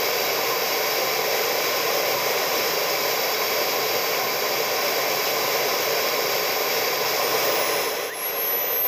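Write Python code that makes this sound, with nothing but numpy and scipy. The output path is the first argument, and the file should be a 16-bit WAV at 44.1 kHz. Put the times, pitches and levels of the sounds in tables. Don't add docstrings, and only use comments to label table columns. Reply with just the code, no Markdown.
import sys
import numpy as np
from scipy import signal
from scipy.fft import rfft, irfft, next_fast_len
from scipy.io import wavfile
from scipy.ndimage import uniform_filter1d

SR = 44100
rng = np.random.default_rng(int(sys.argv[2]) if len(sys.argv) > 2 else 0)


def volts(x):
    e = np.asarray(x, float) / 20
    return 10 ** e


def persist_wave(psi):
    counts = np.round(np.clip(psi, -1, 1) * 32767).astype(np.int16)
    wavfile.write(sys.argv[1], SR, np.atleast_2d(counts).T)


N = 391166
IDLE_HZ = 775


def curve(table, t):
    s, *columns = np.transpose(table)
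    return [np.interp(t, s, c) for c in columns]


def bell(hz, centre, width):
    return np.exp(-.5 * ((hz - centre) / width) ** 2)


def bells(hz, table):
    return sum(db * bell(hz, centre, width) for centre, width, db in table)


def drift(shape, size):
    x = uniform_filter1d(rng.standard_normal(shape), size, axis=0)
    x = uniform_filter1d(x, size, axis=0)
    return x / np.sqrt(np.mean(x ** 2))


# time in seconds, shaft acceleration in turns per second per second.
FUEL_PUSH = [(0, 6.1), (.4, .5), (1.16, 15.2), (2.13, -5.0), (2.46, 1.0), (2.84, -15.5), (3.66, .6),
             (4.15, 2.9), (4.61, 15.7), (4.94, 2.0), (6.23, -9.5), (6.86, -2.9), (7.07, 55.1), (7.23, 94.2),
             (7.63, 160.4), (8.09, 182.5), (8.31, 158.9), (8.87, 101.6)]


def shaft(t):
    start_hz = 768.5
    clock = np.arange(N) / SR
    speed = start_hz + np.cumsum(curve(FUEL_PUSH, clock)[0]) / SR
    hz = np.interp(t, clock, speed)
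    return hz, np.clip((hz - IDLE_HZ) / 200, 0, 1)


# frequency in Hz, level in dB.
RUSH_COLOUR = [(25, -38.8), (80, -29.6), (140, -15.0), (300, -12.6), (480, 0.0), (1400, -16.8),
               (2400, -4.6), (4300, -12.2), (5400, -10.0), (8200, -29.3), (8950, -46.1), (9500, -31.3),
               (11500, -18.4), (15300, -13.8)]
# centre in Hz, width in Hz, level in dB.
BODY_COLOUR = [(195, 22, -4.0), (267, 10, -2.1), (430, 29, 4.3), (584, 27, 3.6), (860, 93, 9.6),
               (875, 50, -12.1), (1050, 55, 7.3), (1128, 20, -5.4), (1184, 84, 5.6), (1482, 64, 5.7),
               (1970, 23, -4.0), (2485, 95, -6.2), (2910, 57, 5.8), (2950, 173, -11.6), (3528, 212, -6.0),
               (3698, 49, -5.1), (4215, 177, -4.5), (4436, 73, -7.2), (4884, 47, 2.9), (5314, 82, 2.7),
               (6603, 204, 4.2), (7205, 82, 4.1), (7634, 76, 2.8), (9849, 197, -5.7), (10700, 402, -7.6),
               (14959, 347, -2.0)]
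# centre in Hz, width in Hz, level at high speed in dB.
THRUST_COLOUR = [(1986, 48, 6.5), (2190, 150, -3), (2650, 130, 0.5), (3220, 300, 1.5), (4620, 120, -7.5),
                 (5300, 340, -3), (8040, 390, 5)]
# centre in Hz, width in Hz, level in dB.
TOP_SPEED_COLOUR = [(4460, 70, 1), (4850, 200, -3.5), (7400, 630, -5.5), (10600, 670, 3)]
# shaft order, width in Hz, level in dB.
BLADE_HEAPS = [
    (6.5, 400, 1.5),
    (12, 820, 1),
    (18, 680, 4),
]


def rush_colour(hz, speed, thrust):
    knots_hz, knots_db = np.transpose(RUSH_COLOUR)
    colour = np.interp(np.log(hz + 1), np.log(knots_hz), knots_db)
    colour = colour + bells(hz, BODY_COLOUR)
    colour = colour + np.sqrt(thrust) * bells(hz, THRUST_COLOUR)
    colour = colour + thrust ** 2 * bells(hz, TOP_SPEED_COLOUR)
    for order, width, db in BLADE_HEAPS:
        colour = colour + db * (bell(hz, order * speed, width) - bell(hz, order * IDLE_HZ, width))
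    main = (hz > 150) & (hz < 4200)
    return colour - 10 * np.log10(np.sum(volts(colour[:, main]) ** 2, 1, keepdims=True))


def rush():
    patchy_db, gust_db = .29, .5
    roar_db, roar_hz, dull_db, hiss_db = 1.2, 1300, -1.0, 1
    frames, hz = N // 512 + 5, np.fft.rfftfreq(2048, 1 / SR)
    t = np.arange(frames) * 512 / SR
    speed, thrust = (v[:, None] for v in shaft(t))
    rich = bell(thrust, .22, .16) * np.minimum(thrust / .05, 1)
    roar = roar_db * rich * (hz < roar_hz)
    hiss = (hiss_db * thrust ** 2 + dull_db * rich) * (hz > 9000)
    patches = uniform_filter1d(drift((frames, len(hz)), size=5), size=30, axis=1)
    gusts = drift((frames, 1), size=4) * np.clip(hz / 4000, 0, 1)
    level_db = rush_colour(hz, speed, thrust) + roar + hiss
    level_db = level_db + patchy_db * patches / patches.std() + gust_db * gusts
    z = rng.standard_normal((frames, len(hz), 2)) @ [1, 1j]
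    flat = signal.istft(z.T, nperseg=2048, noverlap=1536)[1]
    bin_rms = flat.std() / np.sqrt(len(hz))
    noise = signal.istft((z * volts(level_db)).T, nperseg=2048, noverlap=1536)[1][:N]
    return noise / bin_rms * volts(gain_db(np.arange(N) / SR))


# centre in Hz, width in Hz, level in dB.
CAVITY_MODES = [(30, 40, -3), (108, 5, 2), (119, 4, -4), (135, 8, 3), (153, 4, -7), (166, 6, 3),
                (200, 14, -2), (264, 8, -3), (352, 10, -2), (441, 18, 0.3), (620, 40, 0.8), (655, 14, -4),
                (740, 14, -2), (1128, 14, -3), (2280, 40, 1.5), (3000, 25, -2.5), (3700, 25, -2.5)]


def hollow(x):
    size = next_fast_len(len(x), True)
    hz = np.fft.rfftfreq(size, 1 / SR)
    return irfft(rfft(x, size) * volts(bells(hz, CAVITY_MODES)), size)[:len(x)]


SHAFT_ORDERS = [6, 12, 18, 5, 13, 14, 15, 16, 1]
# shaft speed in turns per second, level in dB.
FIRST_BLADE_TONE = [(773, -40.5), (781, -44), (815, -41), (880, -37), (910, -46), (925, -52), (945, -42),
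                    (1030, -44)]
SECOND_BLADE_TONE = [(773.3, -67), (775.2, -56), (781, -52), (790, -44), (860, -38.5), (910, -40),
                     (945, -22.5), (1030, -18.5)]
THIRD_BLADE_TONE = [(773, -41), (775.5, -50), (779, -54), (781.5, -48), (790, -36), (798, -40), (813, -30),
                    (850, -31)]
# level in dB at idle, at thrust 0.3, at full thrust.
UNEVEN_BLADES = [
    (-48, -60, -58),
    (-70, -58, -43),
    (-68, -59, -51),
    (-51, -58, -42.5),
    (-57, -59, -53),
]
# centre in Hz, width in Hz, level in dB.
INTAKE_WAVES = [(5060, 45, -14), (5810, 35, -20), (9560, 30, -5), (9800, 110, -7), (10440, 40, -4),
                (10740, 80, -6), (11050, 40, -8), (11520, 45, -8), (12040, 70, -3), (12290, 35, 5),
                (11850, 90, 1.5), (13010, 50, 7), (13220, 80, -20)]


def whistle():
    waver_db, fade_db, strain_db = 1.2, 3, .8
    slip, blur = .00032, .32
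    steady = .65
    idle_gain_db, shaft_db = -24.5, -47
    t = np.arange(N) / SR
    coarse = t[::100]
    hz, thrust = shaft(coarse)
    speed = shaft(t)[0] * (1 + slip * drift(N, size=500))
    turns = 2 * np.pi * np.cumsum(speed) / SR
    gulp_db = -18 * bell(coarse, 7.04, .06)
    levels = [curve(FIRST_BLADE_TONE, hz)[0]]
    levels += [curve(tone, hz)[0] + gulp_db for tone in (SECOND_BLADE_TONE, THIRD_BLADE_TONE)]
    levels += [np.interp(thrust, [0, .3, 1], row) for row in UNEVEN_BLADES]
    levels += [shaft_db - 40 * thrust]
    depths = [waver_db] * 3 + [fade_db] * 6
    gain = gain_db(coarse) - idle_gain_db
    out = np.zeros(N)
    for order, db, depth in zip(SHAFT_ORDERS, levels, depths):
        db = db + bells(order * hz, INTAKE_WAVES) + gain
        waver = depth * drift(len(hz), size=5) + strain_db * drift(len(hz), size=30)
        db = db + (1 - steady * thrust * (order == 12)) * waver
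        phase = order * turns + np.interp(t, coarse, blur * drift(len(hz), size=7))
        out += np.interp(t, coarse, volts(db)) * np.cos(phase)
    return np.sqrt(2) * out


# shaft order, middle in seconds, half length in seconds, level in dB.
FOLDED_TONES = [
    (54, 8.12, .038, -35),
    (48, 8.145, .03, -45),
    (36, 8.83, .06, -50),
]


def folded_chirps():
    sampler_hz = 48000
    t = np.arange(N) / SR
    turns = 2 * np.pi * np.cumsum(shaft(t)[0]) / SR
    out = np.zeros(N)
    for order, middle, half, db in FOLDED_TONES:
        window = np.cos(np.pi / 2 * np.clip((t - middle) / half, -1, 1))
        out += volts(db) * window * np.cos(order * turns - 2 * np.pi * sampler_hz * t)
    return np.sqrt(2) * out


# shaft speed in turns per second, rush level in dB.
SQUEEZED_GAIN = [(770, -25), (781, -24.4), (812, -24), (862, -24.6), (915, -29.5), (965, -29.7),
                 (1030, -29)]
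# time in seconds, depth in dB, fall
# in seconds, recovery in seconds.
GAIN_DUCKS = [
    (8.11, -7.5, .015, .07),
    (8.83, -5.5, .03, .03),
    (4.37, -1, .15, .3),
]


def gain_db(t):
    ducks = sum(db * np.exp(-np.maximum((s - t) / fall, (t - s) / recovery))
                for s, db, fall, recovery in GAIN_DUCKS)
    return curve(SQUEEZED_GAIN, shaft(t)[0])[0] + ducks


def scene():
    return np.tile(hollow(rush()) + whistle() + folded_chirps(), (2, 1))


# edge in Hz, wander in Hz.
DEAD_EDGES = [
    (8755, 55),
    (9185, 35),
    (15290, 20),
]


def dead_band(x):
    hz, t, z = signal.stft(x, SR, nperseg=2048, noverlap=1536)
    low, high, top = (edge + wander * drift(len(t), size=2) for edge, wander in DEAD_EDGES)
    hz = hz[:, None]
    z = z * ((hz < low) | (hz > high)) * (hz < top)
    return signal.istft(z, SR, nperseg=2048, noverlap=1536)[1][:N]


def top_cut(x):
    return signal.sosfilt(signal.butter(12, 15430, fs=SR, output="sos"), x)


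def record(dry):
    mix = np.tile(dead_band(dry[0]), (2, 1))
    return top_cut(mix)


dry = scene()
out = record(dry)
persist_wave(out)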